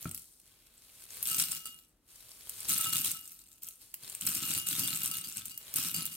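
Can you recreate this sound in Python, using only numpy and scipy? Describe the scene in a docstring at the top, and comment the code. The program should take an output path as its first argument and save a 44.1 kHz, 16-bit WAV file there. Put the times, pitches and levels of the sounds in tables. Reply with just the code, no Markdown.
"""On a cloth-covered table in a small room, cereal flakes are shaken from a metal canister into a glass bowl, close by.
Flakes crackle on the heap in four rushes (resonant noise grains under clump envelopes), and large ones snap.
Strikes excite the decaying modes of the glass; the falling weight patters through the bowl as low noise thuds.
Between rushes the flakes hiss along the metal as coloured noise. One dull modal knock comes at the start.
A diffuse tail and quiet air noise lie behind."""
import sys
import numpy as np
from scipy import signal
from scipy.fft import rfft, irfft
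from scipy.io import wavfile

SR = 44100
rng = np.random.default_rng(int(sys.argv[2]) if len(sys.argv) > 2 else 0)


def waveform_to_disk(signal):
    """Save audio, clipped to [-1, 1], as 16-bit WAV at the path in sys.argv[1]."""
    frames = np.transpose(np.atleast_2d(signal))
    scaled = np.clip(frames, -1, 1) * 32767
    samples = np.round(scaled).astype(np.int16)
    wavfile.write(sys.argv[1], SR, samples)


N = 271656  # samples
BODY_WEIGHT = 0.7  # share of a clump's weight that shows in the heap's body and on the glass


def amp(db):
    """Level law: decibels to an amplitude ratio."""
    return 10 ** (np.asarray(db) / 20)


def unit(x):
    """Normalization to unit root-mean-square amplitude."""
    return x / np.sqrt(np.mean(x ** 2) + 1e-20)


def read(points, hz):
    """Linear interpolation of a two-column table along a log-frequency axis."""
    table_hz, value = np.transpose(points)
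    return np.interp(np.log(hz + 1), np.log(table_hz + 1), value)


def add(mix, start_s, sound):
    """Superposition: a sound is summed into the mix from its start time."""
    part = mix[:, max(round(start_s * SR), 0):][:, :sound.shape[1]]
    part += sound[:, :part.shape[1]]


# Spectrum of flakes crackling on flakes: freq_hz [Hz], gain_db [dB]
CRACKLE_SPECTRUM = [(500, -41), (2000, -26), (4000, -14), (6500, -6), (7600, -3), (8300, 2.5), (9400, -1),
                    (11000, -3), (13000, -0.5), (15500, -1), (17000, -1.5)]
# Spectrum of the hollow body of the heap: freq_hz [Hz], gain_db [dB]
HEAP_SPECTRUM = [(210, -30), (480, -11.5), (880, -13), (1380, 1.5), (1750, -5.5), (2150, -2), (2750, 6.5),
                 (3250, -2), (4100, 0), (5600, -4.5), (8100, -6.5), (14100, -7)]


def pour():
    """Collision noise: flakes land and rub, and the same collisions give a crisp top and a hollow body."""
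    hits = grains(count=5000, spread_db=4.0, length_s=0.00055, focus_db=14.5)
    rubbing = rng.standard_normal((2, N))
    crisp = unit(heard(hits + amp(-9) * rubbing, CRACKLE_SPECTRUM))
    body = unit(heard(hits + amp(-6.0) * rubbing, HEAP_SPECTRUM))
    return amp(-0.5) * falling(weight_share=0) * crisp + amp(-8.5) * falling(BODY_WEIGHT) * body


# Clumps tumbling into the bowl; hold_s is how long they keep falling, weight_db how heavily they land:
# start_s [s], hold_s [s], level_db [dB, relative], weight_db [dB]
CLUMPS = [(1.255, 0.13, -34.5, -1), (1.379, 0.025, -30, -4), (1.491, 0.03, -38, -1.5),
          (1.655, 0.011, -48, 0.5), (1.779, 0.006, -60, -2), (2.688, 0.049, -28, -5),
          (2.793, 0.088, -34.5, 0.5), (2.923, 0.051, -31.5, -1.5), (3.044, 0.036, -33, -2),
          (3.24, 0.14, -54, -5.5), (3.46, 0.086, -59, -6), (3.623, 0.03, -46.5, -9),
          (4.21, 0.042, -43, 4.5), (4.267, 0.023, -34.5, 4), (4.345, 0.019, -34.5, 0.5),
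          (4.423, 0.15, -36.5, 4), (4.665, 0.091, -35.5, -0.5), (4.78, 0.014, -33, 4),
          (4.835, .12, -37.5, 1.5), (5.008, 0.063, -38.5, 2.5), (5.113, 0.057, -40.5, 2),
          (5.24, 0.095, -45, -1.5), (5.361, 0.0096, -46.5, 10.5), (5.452, 0.012, -44, -4),
          (5.757, 0.097, -33.5, 1), (5.944, 0.062, -39.5, 5.5), (6.035, 0.028, -51.5, 2),
          (6.115, 0.014, -43, -3)]


def falling(weight_share):
    """Energy summation of clumps that land, keep coming and settle; deeper sounds depend more on weight."""
    power = 0
    for start_s, hold_s, level_db, weight_db in CLUMPS:
        clump = swell(start_s, hold_s, level_db, level_db, rise_db_per_s=2996, fall_db_per_s=137)
        power = power + (clump * amp(weight_share * weight_db)) ** 2
    return np.sqrt(power)


def swell(start_s, hold_s, start_db, end_db, rise_db_per_s, fall_db_per_s):
    """Exponential growth and decay (straight lines in dB), with a hold sloping between two levels."""
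    t = np.arange(N) / SR - start_s
    slope_db = (end_db - start_db) * np.clip(t / hold_s, 0, 1)
    rise_db = rise_db_per_s * np.minimum(t, 0)
    fall_db = fall_db_per_s * np.maximum(t - hold_s, 0)
    return amp(start_db + slope_db + rise_db - fall_db)


def grains(count, spread_db, length_s, focus_db):
    """Granular texture: flakes of many sizes touch at random moments, many lightly and a few hard."""
    kinds = [flake(hz, length_s * rng.uniform(.5, 1.5), focus_db, width_octaves=.035,
                   chatter_db=-20, chatter_s=.003, size=512)
             for hz in np.geomspace(3200, 15000, num=96)]
    out = np.zeros((2, N + 512))
    starts, picks = rng.integers(0, N, count), rng.integers(0, len(kinds), count)
    forces = amp(spread_db * np.minimum(rng.exponential(1, count), 4))
    for start, pick, force in zip(starts, picks, forces):
        out[:, start:start + kinds[pick].shape[1]] += force * kinds[pick]
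    return unit(out[:, :N])


def flake(hz, length_s, focus_db, width_octaves, chatter_db, chatter_s, size=1024, rise=0.35):
    """Resonant noise burst: it swells briefly to a crack and chatters away, coloured by the flake's resonance."""
    t = (np.arange(size) - size // 8) / SR
    away = np.where(t > 0, t, -t / rise)  # the swell takes a share `rise` of the time of the decay
    crack = np.exp(-away / max(length_s, 1 / SR))
    chatter = amp(chatter_db) * np.exp(-away / chatter_s)
    octaves = np.log2((np.fft.rfftfreq(size, 1 / SR) + 1) / hz)
    resonance = 1 + amp(focus_db) / (1 + 1j * octaves / width_octaves)
    noise = (crack + chatter) * rng.standard_normal((2, size))
    return unit(irfft(rfft(noise) * resonance))


# Large flakes snapping and landing; the crack peaks two contact lengths after its start:
# start_s [s], level_db [dB, relative], resonance_hz [Hz], contact_s [s]
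SNAPS = [(0.0267, -26.5, 6520, 0.0006), (0.0443, -27.5, 6610, 0.00056), (0.092, -30, 6500, 0.00068),
         (0.1123, -22, 8160, 0.00055), (0.146, -21.5, 11100, 0.0006), (0.176, -25, 11600, 0.0006),
         (0.1934, -32, 12300, 0.0006), (0.2198, -37, 10300, 0.00066), (0.399, -40.5, 9360, 0.0006),
         (1.2271, -15, 11900, 0.00063), (1.2785, -22, 8500, 0.00056), (1.313, -16.5, 8300, 0.00062),
         (1.3906, -11.5, 11600, 0.00046), (1.5174, -17, 8430, 0.0006), (1.6559, -23.5, 8650, 0.00058),
         (2.4941, -21.5, 13500, 0.00072), (2.6042, -25, 8700, 0.00057), (2.6859, -17.5, 8510, 0.00058),
         (2.6936, -15, 7880, 0.0006), (2.7194, -20, 8310, 0.00053), (2.8105, -14.5, 9300, 0.00052),
         (3.056, -14, 8300, 0.00057), (3.1152, -16.5, 8200, 0.0006), (3.276, -30, 8450, 0.0006),
         (3.318, -32, 14600, 0.00066), (3.6334, -28, 14200, 0.0006), (3.6861, -24.5, 14300, 0.0006),
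         (3.941, -18, 13200, 0.00055), (4.0976, -24.5, 8280, 0.00058), (4.1492, -19.5, 8300, 0.00056),
         (4.2103, -20, 7900, 0.00056), (4.2658, -13.5, 8000, 0.00057), (4.349, -15, 8400, 0.00044),
         (4.5062, -16, 7400, 0.00062), (4.578, -17.5, 12600, 0.00042), (4.6664, -23, 10600, 0.0006),
         (4.6863, -14, 8400, 0.0006), (4.7935, -17, 8900, 0.00073), (4.842, -20, 10800, 0.00056),
         (4.958, -21, 8400, 0.00089), (5.0587, -13.5, 8400, 0.00057), (5.1133, -15.5, 9800, 0.00053),
         (5.1791, -27, 9460, 0.00064), (5.2869, -27, 7950, 0.00067), (5.37, -20, 8400, 0.0006),
         (5.455, -22, 8350, 0.0006), (5.5758, -22, 13400, 0.00076), (5.7394, -17, 14600, 0.00055),
         (5.7593, -10, 9000, 0.00053), (5.9447, -15.5, 7170, 0.00068), (5.994, -28, 9040, 0.0006),
         (6.0535, -19, 14600, 0.0008), (6.0624, -20.5, 8300, 0.00069)]
# Spectrum of the snaps: freq_hz [Hz], gain_db [dB]
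SNAP_SPECTRUM = [(210, -20), (950, -22), (2050, -18.5), (2850, -7), (3600, -16.5), (5400, -8), (8400, -0.5),
                 (9600, -1.5), (13900, -3), (16400, 3)]


def snaps(focus_db=6, size=1024):
    """Transient impact of the large flakes: at a given level, a longer contact carries more energy."""
    out = np.zeros((2, N))
    for start_s, level_db, hz, contact_s in SNAPS:
        crack = flake(hz, contact_s, focus_db, width_octaves=0.059, chatter_db=-10, chatter_s=0.0047,
                      size=size, rise=0.36)
        strength = amp(level_db) * np.sqrt(contact_s * SR)
        peak_offset_s = size // 8 / SR
        add(out, start_s + 2 * contact_s - peak_offset_s, strength * crack / np.linalg.norm(crack))
    return amp(2.0) * heard(out, SNAP_SPECTRUM)


# Flakes striking bare glass; the modes near centre_hz are excited most:
# start_s [s], level_db [dB, relative], centre_hz [Hz], reach_octaves [octaves]
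CLINKS = [(0.0082, -46, 11800, 0.54), (0.1475, -45, 11600, .26), (1.2276, -34, 11600, .44),
          (1.3123, -44.5, 2600, 1.5), (1.532, -47, 3530, .7), (1.6562, -48.5, 2600, 1.9),
          (2.795, -42.5, 1320, 1.3), (2.8597, -39.5, 1810, 1.3), (2.9345, -42, 2570, 0.95),
          (3.1486, -50.5, 1670, 0.98), (4.4254, -47, 1780, 0.95), (4.5532, -43, 4600, 0.55),
          (4.582, -44.5, 2870, .6), (4.8352, -41.5, 4230, 0.88), (4.9207, -46.5, 1500, 0.69),
          (5.1132, -47.5, 2620, 1.6), (5.241, -45.5, 4750, 0.31), (5.5092, -53.5, 5500, 1.5),
          (5.945, -36.5, 4800, 0.66), (5.9941, -53, 1310, 0.46), (6.118, -47, 8000, 1)]
# Modes of the glass bowl; left leads right by lead_rad:
# mode_hz [Hz], level_db [dB, relative], t60_s [s], lead_rad [rad]
BOWL_MODES = [(1312, 2.3, .26, .8), (2871, 6, .38, 1.9), (4388, -13, .3, -1.1), (4786, 2, .21, .6),
              (7166, -6, .1, 1.1), (10165, -2, .27, -1.2), (10769, -4, .2, -.5), (11912, -2, .16, -.5),
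              (12911, -5, .15, -.8), (14384, -7, .15, -.9), (15165, -7, .2, -1.1)]


def bowl(strikes_per_s=320, rain_db=-26.0, heap_db_per_s=-0.94):
    """Modal resonance: strikes ring the glass in varied mixes; the growing heap shields it from the rain."""
    out = np.zeros((2, N))
    strikes = unit(contacts(strikes_per_s, spread_db=-1))
    at = np.flatnonzero(strikes)
    shielding = amp(rain_db + heap_db_per_s * (at - N / 2) / SR)
    force = strikes[at] * falling(BODY_WEIGHT)[at] * shielding
    for mode_hz, level_db, t60_s, lead_rad in BOWL_MODES:
        pole = amp(-60 / t60_s / SR) * np.exp(2j * np.pi * mode_hz / SR)
        place = np.sqrt(3) * rng.uniform(-0.92, 1, N)[at]  # how each landing place drives this mode
        drive = np.zeros(N)
        drive[at] = force * place * np.sqrt(2 * (1 - abs(pole) ** 2))  # evens out long and short rings
        for start_s, clink_db, centre_hz, reach_octaves in CLINKS:
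            closeness = np.exp(-(np.log2(mode_hz / centre_hz) / reach_octaves) ** 2)
            drive[round(start_s * SR)] += amp(clink_db) * closeness
        ring = amp(level_db) * signal.lfilter([1], [1, -pole], drive + 1e-15)
        out += [ring.imag, (ring * np.exp(-1j * lead_rad)).imag]
    return out


def contacts(per_s, spread_db):
    """Random impulse process: independent moments, with levels spread exponentially in dB."""
    return (rng.random(N) < per_s / SR) * amp(spread_db * np.minimum(rng.exponential(1, N), 3.5))


# Spectrum of the patter through the table top: freq_hz [Hz], gain_db [dB]
PATTER_SPECTRUM = [(30, -20), (60, -10.5), (95, -4.5), (125, -5.5), (160, 1), (250, -3.5), (340, -9),
                   (450, -32), (900, -24.5), (3000, -67)]


def patter(thuds_per_s=300, decay_s=0.0048, filling_db_per_s=1.0):
    """Structure-borne impact noise: falling weight drums through the bowl, more as the bowl fills."""
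    impacts = contacts(thuds_per_s, spread_db=1.0)
    thuds = signal.lfilter([1], [1, -np.exp(-1 / (decay_s * SR))], impacts)
    filling = amp(-20.0 + filling_db_per_s * (np.arange(N) - N / 2) / SR)
    drumming = unit(heard(thuds * rng.standard_normal((2, N)), PATTER_SPECTRUM))
    return filling * falling(weight_share=0.9) * drumming


# Spectrum of the hiss along the metal: freq_hz [Hz], gain_db [dB]
SLIDE_SPECTRUM = [(500, -32), (2500, -25), (4500, -6), (6500, -6), (8700, -0.5), (12000, -4.5),
                  (16000, -6.5)]
# Spectrum of the hollow sound of the can: freq_hz [Hz], gain_db [dB]
CAN_SPECTRUM = [(100, 4.5), (300, -4.5), (500, 0.5), (800, -5), (1300, -1), (1700, -2.5), (2700, 2.5),
                (4000, -0.5), (5500, -10), (10000, -6)]


def slide():
    """Friction noise: scrapes along the metal merge into a hiss; now and then flakes tick together."""
    ticks = grains(count=2500, spread_db=4.0, length_s=0.0007, focus_db=11.5)
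    scrapes = rng.standard_normal((2, N)) + amp(-1.0) * ticks
    hiss = amp(-0.56) * sliding(hollow=False) * unit(heard(scrapes, SLIDE_SPECTRUM))
    hollow = amp(4.0) * sliding(hollow=True) * unit(heard(scrapes, CAN_SPECTRUM))
    return hiss + hollow


# Flakes sliding, gathering or losing speed; can_db sets the hollow sound against the hiss, before mixing:
# start_s [s], length_s [s], start_db [dB, relative], end_db [dB, relative], can_db [dB]
SLIDES = [(0.0, 0.08, -59.5, -53, -5), (0.157, 0.32, -53, -67.5, -23.5), (0.46, 0.3, -67.5, -69, -4.5),
          (0.783, 0.26, -63.5, -55.5, -10), (1.106, 0.13, -50.5, -47, -10.5),
          (2.108, 0.37, -58, -54.5, -10.5), (2.498, 0.21, -51, -43, -11.5), (3.818, 0.16, -55, -66, -15),
          (4.032, 0.16, -51, -53.5, -8.5), (5.612, 0.13, -57.5, -50, -6)]


def sliding(hollow):
    """Energy summation of all the slides over time, as hiss or as the hollow sound of the can."""
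    power = 0
    for start_s, length_s, start_db, end_db, can_db in SLIDES:
        gain = swell(start_s, length_s, start_db, end_db, rise_db_per_s=330, fall_db_per_s=300)
        power = power + (gain * amp(can_db * hollow)) ** 2
    return np.sqrt(power)


# Modes of the knock through the table: mode_hz [Hz], level_db [dB, relative], t60_s [s]
KNOCK_MODES = [(90.5, -38.5, 0.18), (138.5, -39, 0.17), (168.4, -30, 0.08), (233, -31, 0.066),
               (305, -41, 0.1), (626, -40.5, 0.031), (1343, -29.5, 0.028), (1430, -19.5, 0.0042),
               (2330, -30.5, 0.01)]


def knock(start_s=0.0555, rise_s=0.002):
    """Damped modal vibration: a dull bump, damped by the cloth."""
    t, out = np.arange(SR // 2) / SR, np.zeros((2, N))
    thump = sum(amp(level_db - 60 * t / t60_s) * np.sin(2 * np.pi * mode_hz * t)
                for mode_hz, level_db, t60_s in KNOCK_MODES)
    balance = amp([[.5], [-.5]])  # slightly stronger on the left
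    add(out, start_s, thump * (1 - np.exp(-t / rise_s)) * balance)
    return out


# The microphone pair; likeness runs 0-1, left leads by lead_rad and exceeds right by balance_db:
# freq_hz [Hz], likeness [ratio], lead_rad [rad], balance_db [dB]
MICS = [(166, 0.96, -0.25, 1.2), (678, 0.75, -0.13, -1), (2560, 0.37, -0.6, -1), (4000, 0.53, -0.1, 0.5),
        (5120, 0.65, -3.5, 4.5), (6750, 0.02, -5.5, 1.5), (8400, 0.75, -6.5, 3), (11900, .9, -5.4, 1.2),
        (15900, .9, -8.6, -1.3)]


def heard(pair, spectrum):
    """Interchannel coherence: two unrelated signals are coloured and blended as two microphones hear them."""
    hz, mics = np.fft.rfftfreq(4096, 1 / SR), np.array(MICS)
    likeness, lead_rad, balance_db = (read(mics[:, [0, k]], hz) for k in range(1, 4))
    likeness = np.clip(likeness, 0, 1)
    gain_db = read(spectrum, hz)
    left = amp(gain_db + balance_db / 2)
    right = amp(gain_db - balance_db / 2) * np.exp(-1j * lead_rad)
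    responses = np.array([left, right * likeness, right * np.sqrt(1 - likeness ** 2)])
    taps = np.fft.fftshift(irfft(responses), axes=1)
    filtered = signal.oaconvolve(pair[[0, 0, 1]], taps, axes=1)
    left_out, shared, own = filtered[:, taps.shape[1] // 2:][:, :pair.shape[1]]
    return np.array([left_out, shared + own])


# Decay of the room: freq_hz [Hz], t60_s [s]
ROOM_DECAY = [(100, 0.21), (500, 0.44), (3000, 0.33), (9000, 0.24), (16000, 0.21)]


def room(x, onset_s=0.00097, shared_hz=400):
    """Diffuse reverberation: each band dies at its own speed; long waves reach both microphones alike."""
    hz, t, bands = signal.stft(rng.standard_normal((2, SR // 2)), SR, nperseg=256)
    bands = np.where(hz[:, None] < shared_hz, bands[0], bands)
    decay = amp(-60 * t / read(ROOM_DECAY, hz)[:, None])
    tail = signal.istft(bands * decay, SR, nperseg=256)[1]
    tail *= 1 - np.exp(-(np.arange(tail.shape[1]) / SR / onset_s) ** 2)
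    return signal.fftconvolve(x, tail / np.linalg.norm(tail[0]), axes=1)[:, :N]


# Spectrum of the quiet background: freq_hz [Hz], gain_db [dB]
QUIET_SPECTRUM = [(20, -10), (40, -0.5), (80, -9.5), (160, -13.5), (300, -12.5), (500, -21.5), (1000, -25),
                  (2500, -31.5), (16000, -35)]


def air():
    """Stationary background noise: steady, quiet and weighted to the low frequencies."""
    return amp(-71.5) * unit(heard(rng.standard_normal((2, N)), QUIET_SPECTRUM))


def scene():
    """Superposition of the direct sources, their reverberation and the background."""
    near = slide() + pour() + snaps() + bowl() + patter() + knock()
    background = air()
    return near + amp(-8.0) * room(near) + background


def record(dry, rumble_hz=36, edge_hz=15950):
    """Band limiting: a high-pass removes rumble and a low-pass ends the treble."""
    highpass = signal.butter(3, rumble_hz, "high", fs=SR, output="sos")
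    lowpass = signal.firwin(511, edge_hz, window=("kaiser", 8), fs=SR)
    return signal.oaconvolve(signal.sosfilt(highpass, dry), lowpass[None], "same")


dry = scene()
out = record(dry)
waveform_to_disk(out)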